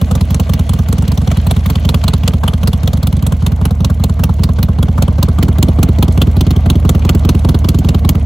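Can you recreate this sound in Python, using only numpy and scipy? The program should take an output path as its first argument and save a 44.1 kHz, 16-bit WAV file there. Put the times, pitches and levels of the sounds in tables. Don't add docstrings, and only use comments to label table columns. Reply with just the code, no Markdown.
import sys
import numpy as np
from scipy import signal
from scipy.fft import rfft, irfft, next_fast_len
from scipy.io import wavfile

SR = 44100
rng = np.random.default_rng(int(sys.argv[2]) if len(sys.argv) > 2 else 0)


def generate_wav(sig):
    pcm = np.round(np.clip(np.atleast_2d(sig).T, -1, 1) * 32767).astype(np.int16)
    wavfile.write(sys.argv[1], SR, pcm)


N = 363825

# start_s, crack_db, bark_db (relative levels)
STEADY_FIRES = [(0.0149, -24, -19.5), (.1116, -21.5, -18), (.2098, -23.5, -21.5), (.3055, -26, -24.5),
                (0.399, -21.5, -16), (.4944, -26, -19.5), (.5932, -25.5, -23.5), (.693, -26.5, -22.5),
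                (0.79, -25.5, -20), (.8858, -25.5, -24), (.983, -25, -23), (1.0793, -25, -23),
                (1.1759, -24.5, -21.5), (1.2747, -26, -21.5), (1.371, -27, -21.5), (1.4681, -23.5, -22),
                (1.5644, -26, -21), (1.66, -24, -21), (1.7554, -23.5, -24), (1.8506, -23.5, -21.5),
                (1.9441, -19, -15.5), (2.0392, -20, -18.5), (2.1359, -20, -17.5), (2.2347, -25, -23.5),
                (2.3359, -25, -20.5), (2.4363, -23.5, -16.5), (2.5352, -24, -20.5), (2.6327, -23.5, -21),
                (2.732, -23.5, -20), (2.8332, -24.5, -21), (2.9331, -25, -20), (3.03, -23.5, -23),
                (3.1272, -27, -24), (3.225, -29, -21.5), (3.3226, -27.5, -18.5), (3.4235, -37, -25),
                (3.5194, -32, -25), (3.6135, -34, -21.5), (3.7087, -31, -21), (3.8054, -32.5, -22.5),
                (3.9007, -33, -20), (3.998, -36.5, -21.5), (4.0958, -32, -21.5), (4.1947, -37, -20.5),
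                (4.2939, -33, -19.5), (4.3944, -38, -24), (4.4909, -33.5, -19), (4.5878, -32, -18.5),
                (4.687, -34, -19.5), (4.787, -33.5, -19.5), (4.8845, -34.5, -21), (4.9811, -35, -18.5),
                (5.0806, -32.5, -17), (5.1849, -33, -20.5), (5.2858, -29.5, -18), (5.386, -29, -17),
                (5.4846, -28, -18), (5.5847, -27, -19.5), (5.6857, -29, -20), (5.788, -31, -19.5),
                (5.888, -31, -23.5), (5.986, -29, -20.5), (6.0817, -27, -22), (6.1765, -24, -19.5),
                (6.271, -30.5, -24), (6.3669, -27.5, -22.5), (6.4674, -26.5, -24), (6.563, -28.5, -25.5),
                (6.6604, -27.5, -21), (6.7556, -26.5, -26), (6.8513, -29, -17.5), (6.9496, -26.5, -21.5),
                (7.0497, -23.5, -19), (7.1495, -24, -21), (7.2497, -25.5, -21.5), (7.3486, -25, -22),
                (7.4482, -24.5, -20.5), (7.5457, -24, -18), (7.645, -24, -20), (7.746, -24, -21),
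                (7.847, -25.5, -21.5), (7.9461, -22, -17), (8.0488, -24.5, -21.5), (8.1513, -26.5, -22)]
LAZY_FIRES = [(0.153, -25, -19), (.345, -24, -21), (.5359, -22.5, -20.5), (0.7347, -26, -22),
              (.927, -23, -19), (1.023, -30.5, -23), (1.119, -26, -21.5), (1.2163, -32, -25.5),
              (1.315, -24.5, -21), (1.5101, -16, -16), (1.701, -17.5, -16.5), (1.891, -16.5, -16),
              (2.0807, -15, -16), (2.2781, -13, -15.5), (2.4795, -18, -16), (2.6749, -17, -15),
              (2.8756, -22.5, -19.5), (2.9725, -31.5, -28.5), (3.0708, -22.5, -22.5), (3.167, -33.5, -34),
              (3.2662, -23, -20.5), (3.4646, -20, -20.5), (3.6538, -18.5, -17), (3.8465, -19.5, -18.5),
              (4.0391, -18.5, -16.5), (4.2372, -19, -16.5), (4.4361, -17, -18.5), (4.6292, -18.5, -22),
              (4.8283, -25, -20.5), (5.023, -18.5, -16), (5.2283, -16, -13), (5.4283, -17, -17),
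              (5.6279, -15.5, -16.5), (5.8305, -15, -15.5), (6.027, -16, -15.5), (6.2171, -15, -13.5),
              (6.4089, -17, -22), (6.5077, -21, -22.5), (6.7011, -16, -16.5), (6.893, -14, -14),
              (7.0928, -14.5, -14.5), (7.2916, -15, -15.5), (7.4899, -17, -16.5), (7.6877, -15.5, -17),
              (7.7881, -25, -31), (7.8885, -18, -19), (8.0916, -14.5, -15)]
# start_s, steady_thump_db, lazy_thump_db, miss_thump_db,
# steady_hiss_over_crack_db, lazy_hiss_over_crack_db, miss_crack_db
PIPE_LEVELS = [(0, 3, 4.5, 3, 3.5, 9, -48), (.7, 3, 4, 3, 5, 5.5, -48), (1.5, 2.8, 3.5, 4, 1.8, 2.2, -46),
               (2.3, 2.8, 3.5, 2.9, -2, -0.3, -45), (3.4, 2.5, 4, 3.5, 4.5, 6, -43),
               (4.5, 3, 5.5, 4.3, -1.5, 4, -46), (5.7, 5, 6.5, 6.5, 1.5, 4.5, -44.5),
               (6.4, 5, 6, 6, .3, 1.8, -40), (7.2, 4.5, 7, 7, -1, 3.2, -36.5),
               (8.25, 4, 5.5, 5.5, -5, 2.5, -45)]
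# start_s, pipe_end_front_db, pipe_end_return_db, clatter_db, rumble_db
MICROPHONE_PLACE = [(0, -20, -42, -41.5, -30), (.8, -25, -40, -42, -32), (1.6, -27, -33, -40.5, -31),
                    (2.4, -25, -33, -43.5, -32), (3.2, -35, -35.5, -46.5, -31.5),
                    (4.0, -18, -34, -47.5, -33), (4.7, -18.5, -26, -47, -32.5),
                    (5.2, -14, -18, -44.5, -29.5), (5.8, -7, -10, -44, -27), (6.5, -11.5, -15, -45, -29),
                    (7.3, -8, -10.5, -44.5, -28), (8.25, -11, -19.5, -47.5, -29.5)]

# offset_ms from the stroke's time (negative = earlier), rise_ms,
# volume_ms (height times duration; negative = drawn back)
STEADY_SURGES = [(-.27, 2.99, -9.22), (-2.3, 10., 33.2), (24.36, 1.38, -.5), (20.07, 10., -5.16)]
LAZY_SURGES = [(2.49, .71, -1.15), (10.02, 4.64, 3.77), (-1.71, .3, .25), (25.64, 1.7, -.73)]
MISS_SURGES = [(-2.06, 10., 16.73), (9.52, 3.25, -.81), (25.98, 7.47, 10.), (34.87, 10., 6.47)]
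# offset_ms from the stroke's time (negative = earlier), sign, pitch_hz, t60_s
PIPE_END_RINGS = [(-1.65, 1, 273, .06), (4.22, -1, 357, .045)]
# pitch_hz, width_hz
CASE_RESONANCES = [(460, 46), (665, 160), (880, 2.8), (1175, 16), (1550, 170), (1980, 9.7), (2480, 24),
                   (2850, 48), (3120, 33), (3390, 40), (4250, 200), (6050, 100)]

# (relative, per Hz)
CRACK_SPECTRUM = [(1400, -20), (2000, -3), (2500, -2.5), (3100, 1.5), (4000, 0), (5100, -7), (6200, -4.5),
                  (7100, -6), (8500, -2), (10300, -6), (13000, -3), (14800, -4), (15700, -7), (16400, -6)]
BARK_SPECTRUM = [(200, 7.5), (350, -6.5), (500, 0.5), (700, -2.5), (850, -2.5), (1150, -1.5), (1500, -9.5),
                 (2200, -31.5)]
CLATTER_SPECTRUM = [(1400, -0.5), (2000, 2.5), (3200, 2), (5000, -5.5), (6300, -6), (8500, -9),
                    (11000, -10.5), (13000, -18), (15600, -15), (16400, -34)]
RUMBLE_SPECTRUM = [(250, 10), (350, -5), (500, -4), (750, -6), (1100, -8), (1700, -24.5), (2200, -12.5),
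                   (3000, -57)]

# frequency_hz, likeness (0-1)
PORT_LIKENESS = [(200, 1), (600, 0.83), (1200, 0.57), (1800, 0.15), (3000, 0.74), (3800, 0.93), (5100, 0.4),
                 (6800, 0.86), (9000, 1), (10200, 0.95), (11200, 0.65), (13300, .99), (14600, 0.79),
                 (15400, 0.71)]
# frequency_hz, right_lead_rad
PORT_LEAD = [(200, 0), (900, -.8), (1400, -1.2), (2200, .3), (3000, 0), (7000, .1), (9050, 3.14),
             (10900, 6.25), (11300, 6.4), (13300, 9.42), (15100, 12.5), (16000, 12.6)]
# frequency_hz, balance_db
PORT_BALANCE = [(60, 4), (110, -13), (200, -5.5), (380, -2.5), (700, -1.0), (1290, 2), (2380, 1.5),
                (4400, -1), (8120, 0.0), (15000, 0)]

MISS_AT = .443
STEADY_THUMP_SPREAD_DB = 0.35
FULL_CRACK_DB, THUMP_FOLLOWS = -16, 0.12
THUMP_FILLS, PUFF_FILLS = 0.22, 0.53
MISS_HISS_DB, MISS_BARK_DB, MISS_SPREAD_DB = 3.5, 1, 3
SEAT_S, SEAT_DB = .029, -5.5
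CHAMBER = (202.4, 2.57)
PACKING_HZ = 278
LOW_CUT, SLOW_STAGES = (67.4, 1.94), [(53.1, .4), (240.5, 3.55)]
CUTOFF_HZ = 16900
SIZE = next_fast_len(N + SR)
HZ = np.maximum(np.arange(SIZE // 2 + 1) * SR / SIZE, 1e-3)


def from_db(db):
    return 10 ** (np.asarray(db) / 20)


def at_hz(points):
    hz, values = np.transpose(points)
    return np.interp(np.log(HZ), np.log(hz), values)


def clicks(s, heights):
    out = np.zeros(N) + 1e-18
    np.add.at(out, np.clip(np.round(s * SR).astype(int), 0, N - 1), heights)
    return out


def swell(x, rise_ms):
    r = np.exp(-1000 / (rise_ms * SR))
    return signal.lfilter([np.e * (1 - r)], [1, -2 * r, r * r], x)


def ring(blows, hz, t60):
    r, w = from_db(-60 / (t60 * SR)), 2 * np.pi * hz / SR
    return signal.lfilter([0, np.sin(w)], [1, -2 * r * np.cos(w), r * r], blows)


def pipes_at(s):
    start_s, *columns = np.transpose(PIPE_LEVELS)
    return [np.interp(s, start_s, column) for column in columns]


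def exhaust_strokes():
    s, crack, bark = np.transpose(STEADY_FIRES)
    thump_db, _, _, hiss, _, _ = pipes_at(s)
    vary = rng.standard_normal((len(s), 3))
    steady = [s, thump_db + STEADY_THUMP_SPREAD_DB * vary[:, 0], crack, crack + hiss, bark]

    fired, crack, bark = np.transpose(LAZY_FIRES)
    _, thump_db, _, _, hiss, _ = pipes_at(fired)
    loss = crack - FULL_CRACK_DB
    lazy = [fired, thump_db + THUMP_FOLLOWS * loss, crack, crack + hiss, bark]

    fired_cycles = np.searchsorted(s, fired) - 1
    missed = ~np.isin(np.arange(len(s)), fired_cycles)
    cycle = np.diff(s)
    cold = (s + MISS_AT * np.append(cycle, cycle[-1]))[missed]
    next_fire = np.minimum(np.searchsorted(fired, cold), len(fired) - 1)
    filling = loss[next_fire]
    _, _, thump_db, _, hiss, crack = pipes_at(cold)
    crack, bark = crack + PUFF_FILLS * filling + MISS_SPREAD_DB * vary[missed, 1:].T
    misses = [cold, thump_db + THUMP_FILLS * filling,
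              crack, crack + hiss + MISS_HISS_DB, bark + MISS_BARK_DB]
    return [np.transpose(rows) for rows in (steady, lazy, misses)]


def colour(spectrum, case_db=-60):
    peaks = sum(1 / (1 + (2 * (HZ - hz) / width) ** 2) for hz, width in CASE_RESONANCES)
    audible = HZ > spectrum[0][0] / 2
    gain = from_db(at_hz(spectrum)) * audible * np.sqrt(1 + peaks * from_db(case_db) ** 2)
    return gain / np.sqrt(np.mean(gain ** 2))


def bands(low, high, count):
    centres = np.geomspace(low, high, count)
    place = np.interp(np.log(HZ), np.log(centres), np.arange(count))
    return [(hz, np.cos(np.clip(place - k, -1, 1) * np.pi / 2)) for k, hz in enumerate(centres)]


def rattle(depth_db, hz):
    wobble = signal.sosfilt(signal.butter(2, hz, fs=SR, output="sos"), rng.standard_normal(N))
    return from_db(depth_db * wobble / wobble.std())


def ticks(per_s, decay_ms):
    born = (rng.random(N) < per_s / SR) * rng.exponential(1, N)
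    return signal.lfilter([1], [1, -np.exp(-1000 / (decay_ms * SR))], born)


def valve_seats(s):
    level_db = SEAT_DB + 4.2 * rng.standard_normal(len(s))
    return swell(clicks(s + SEAT_S, from_db(level_db)), 1.3)


def valve_shut(s, level_db):
    puff_db = level_db + 1.0 * rng.standard_normal(len(s))
    return swell(clicks(s + 0.0265, from_db(puff_db)), 4.0)


def engine_body(strokes, clatter_db, rumble_db):
    s = np.concatenate(strokes)[:, 0]
    contacts = rattle(depth_db=1.0, hz=119) + 0.46 * ticks(per_s=60., decay_ms=3.2) + valve_seats(s)
    puffs = 1 + valve_shut(s, level_db=-5.0)
    layers = []
    for _, window in bands(2600, 8800, count=3):
        envelope = from_db(clatter_db) * contacts * rattle(depth_db=3.0, hz=30)
        layers.append((envelope, window * colour(CLATTER_SPECTRUM, case_db=3.0)))
    for _, window in bands(490, 960, count=2):
        envelope = from_db(rumble_db) * puffs * rattle(depth_db=2.5, hz=24.3)
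        layers.append((envelope, window * colour(RUMBLE_SPECTRUM, case_db=6.5)))
    return layers


def jet(s, peak_db, early_s, rise_ms, tail_ms, tail_db):
    start = clicks(s - early_s, from_db(peak_db))
    burst = swell(swell(start, rise_ms), rise_ms) / (rise_ms * SR / 1000 * np.e)
    return 1.13 * burst + from_db(tail_db) * swell(start, tail_ms)


def gas_jets(strokes):
    s, _, crack_db, hiss_db, bark_db = np.concatenate(strokes).T
    vary = rng.standard_normal((len(s), 14))
    ragged = rattle(depth_db=2.5, hz=402)
    layers = []
    for k, (hz, window) in enumerate(bands(2186, 12920, count=10)):
        band_db = crack_db + 4.0 if hz < 5000 else hiss_db
        envelope = jet(s, band_db + 3.27 * vary[:, k],
                       early_s=0.0022, rise_ms=1.176, tail_ms=5.73, tail_db=-14.5)
        layers.append((ragged * envelope, window * colour(CRACK_SPECTRUM, case_db=0.0)))
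    for k, (_, window) in enumerate(bands(442, 1417, count=4)):
        envelope = jet(s, bark_db + 2.0 * vary[:, -k - 1],
                       early_s=0.0052, rise_ms=2.36, tail_ms=6.9, tail_db=-7.0)
        layers.append((envelope, window * colour(BARK_SPECTRUM, case_db=-2.5)))
    return layers


def pole(hz, q):
    s = 1j * HZ
    return s * s + s * hz / q + hz * hz


def silencer():
    return CHAMBER[0] ** 2 / pole(*CHAMBER) / np.sqrt(1 + (HZ / PACKING_HZ) ** 12)


def microphone_chain():
    path = ((1j * HZ) ** 2 / pole(*LOW_CUT)) ** 2
    for hz, q in SLOW_STAGES:
        path = path * (np.conj(pole(hz, q)) / pole(hz, q)) ** 2
    return path


def thump(strokes):
    flow = np.zeros(N)
    for rows, surges in zip(strokes, (STEADY_SURGES, LAZY_SURGES, MISS_SURGES)):
        vary = from_db(.3 * rng.standard_normal((len(rows), 4)))
        for k, (ms, rise_ms, volume) in enumerate(surges):
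            height = volume / (rise_ms * np.e)
            starts = clicks(rows[:, 0] + ms / 1000, height * vary[:, k] * from_db(rows[:, 1]))
            flow += swell(starts, rise_ms)
    return irfft(rfft(flow, SIZE) * silencer() * microphone_chain(), SIZE)[:N]


def tailpipe(strokes, levels_db):
    s = np.concatenate([rows[:, 0] for rows in strokes[:2]])
    out, vary = np.zeros(N), rng.standard_normal((len(s), len(PIPE_END_RINGS)))
    for k, (ms, sign, hz, t60) in enumerate(PIPE_END_RINGS):
        blows = clicks(s + ms / 1000, sign * from_db(1.8 * vary[:, k]))
        out += from_db(levels_db[k]) * ring(blows, hz, t60)
    return signal.sosfilt(signal.butter(2, 900, fs=SR, output="sos"), out)


def hollow_knock(s, level_db, hz, t60):
    facing_db = np.interp(s, [2.7, 3.4], [0, -10])
    blows = swell(clicks(s, from_db(level_db + facing_db)), .3) / (.3 * SR / 1000 * np.e)
    return ring(blows, hz, t60)


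def knocks(strokes):
    _, fires, misses = strokes
    low = hollow_knock(fires[:, 0] + 0.0028, fires[:, 4] - 1.5, hz=433.0, t60=0.11)
    high = hollow_knock(misses[:, 0] + .022, level_db=-20, hz=664.0, t60=0.064)
    return low + high


def ported_noise(layers):
    shared, left, right = sum(rfft(rng.standard_normal((3, N)) * envelope, SIZE) * gain
                              for envelope, gain in layers)
    alike = np.clip(at_hz(PORT_LIKENESS), 0, 1)
    turn = np.exp(.5j * np.interp(HZ, *np.transpose(PORT_LEAD)))
    common = np.sqrt(alike) * shared * np.array([1 / turn, turn])
    pair = common + np.sqrt(1 - alike) * np.array([left, right])
    balance = from_db(at_hz(PORT_BALANCE) / 2 * [[1], [-1]])
    return irfft(pair * balance, SIZE)[:, :N]


def scene():
    strokes = exhaust_strokes()
    start_s, *columns = np.transpose(MICROPHONE_PLACE)
    seconds = np.arange(N) / SR
    front_db, return_db, clatter_db, rumble_db = [np.interp(seconds, start_s, c) for c in columns]
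    noises = ported_noise(engine_body(strokes, clatter_db, rumble_db) + gas_jets(strokes))
    rings = tailpipe(strokes, [front_db, return_db]) + knocks(strokes)
    return noises + thump(strokes) * from_db([[-2.6], [-1.5]]) + rings * from_db([[-1.2], [1.1]])


def record(dry):
    top, knee = 1.0, 3.0
    held = dry / (1 + np.abs(dry / top) ** knee) ** (1 / knee)
    return signal.sosfilt(signal.cheby2(12, 70, CUTOFF_HZ, fs=SR, output="sos"), held)


dry = scene()
out = record(dry)
generate_wav(out)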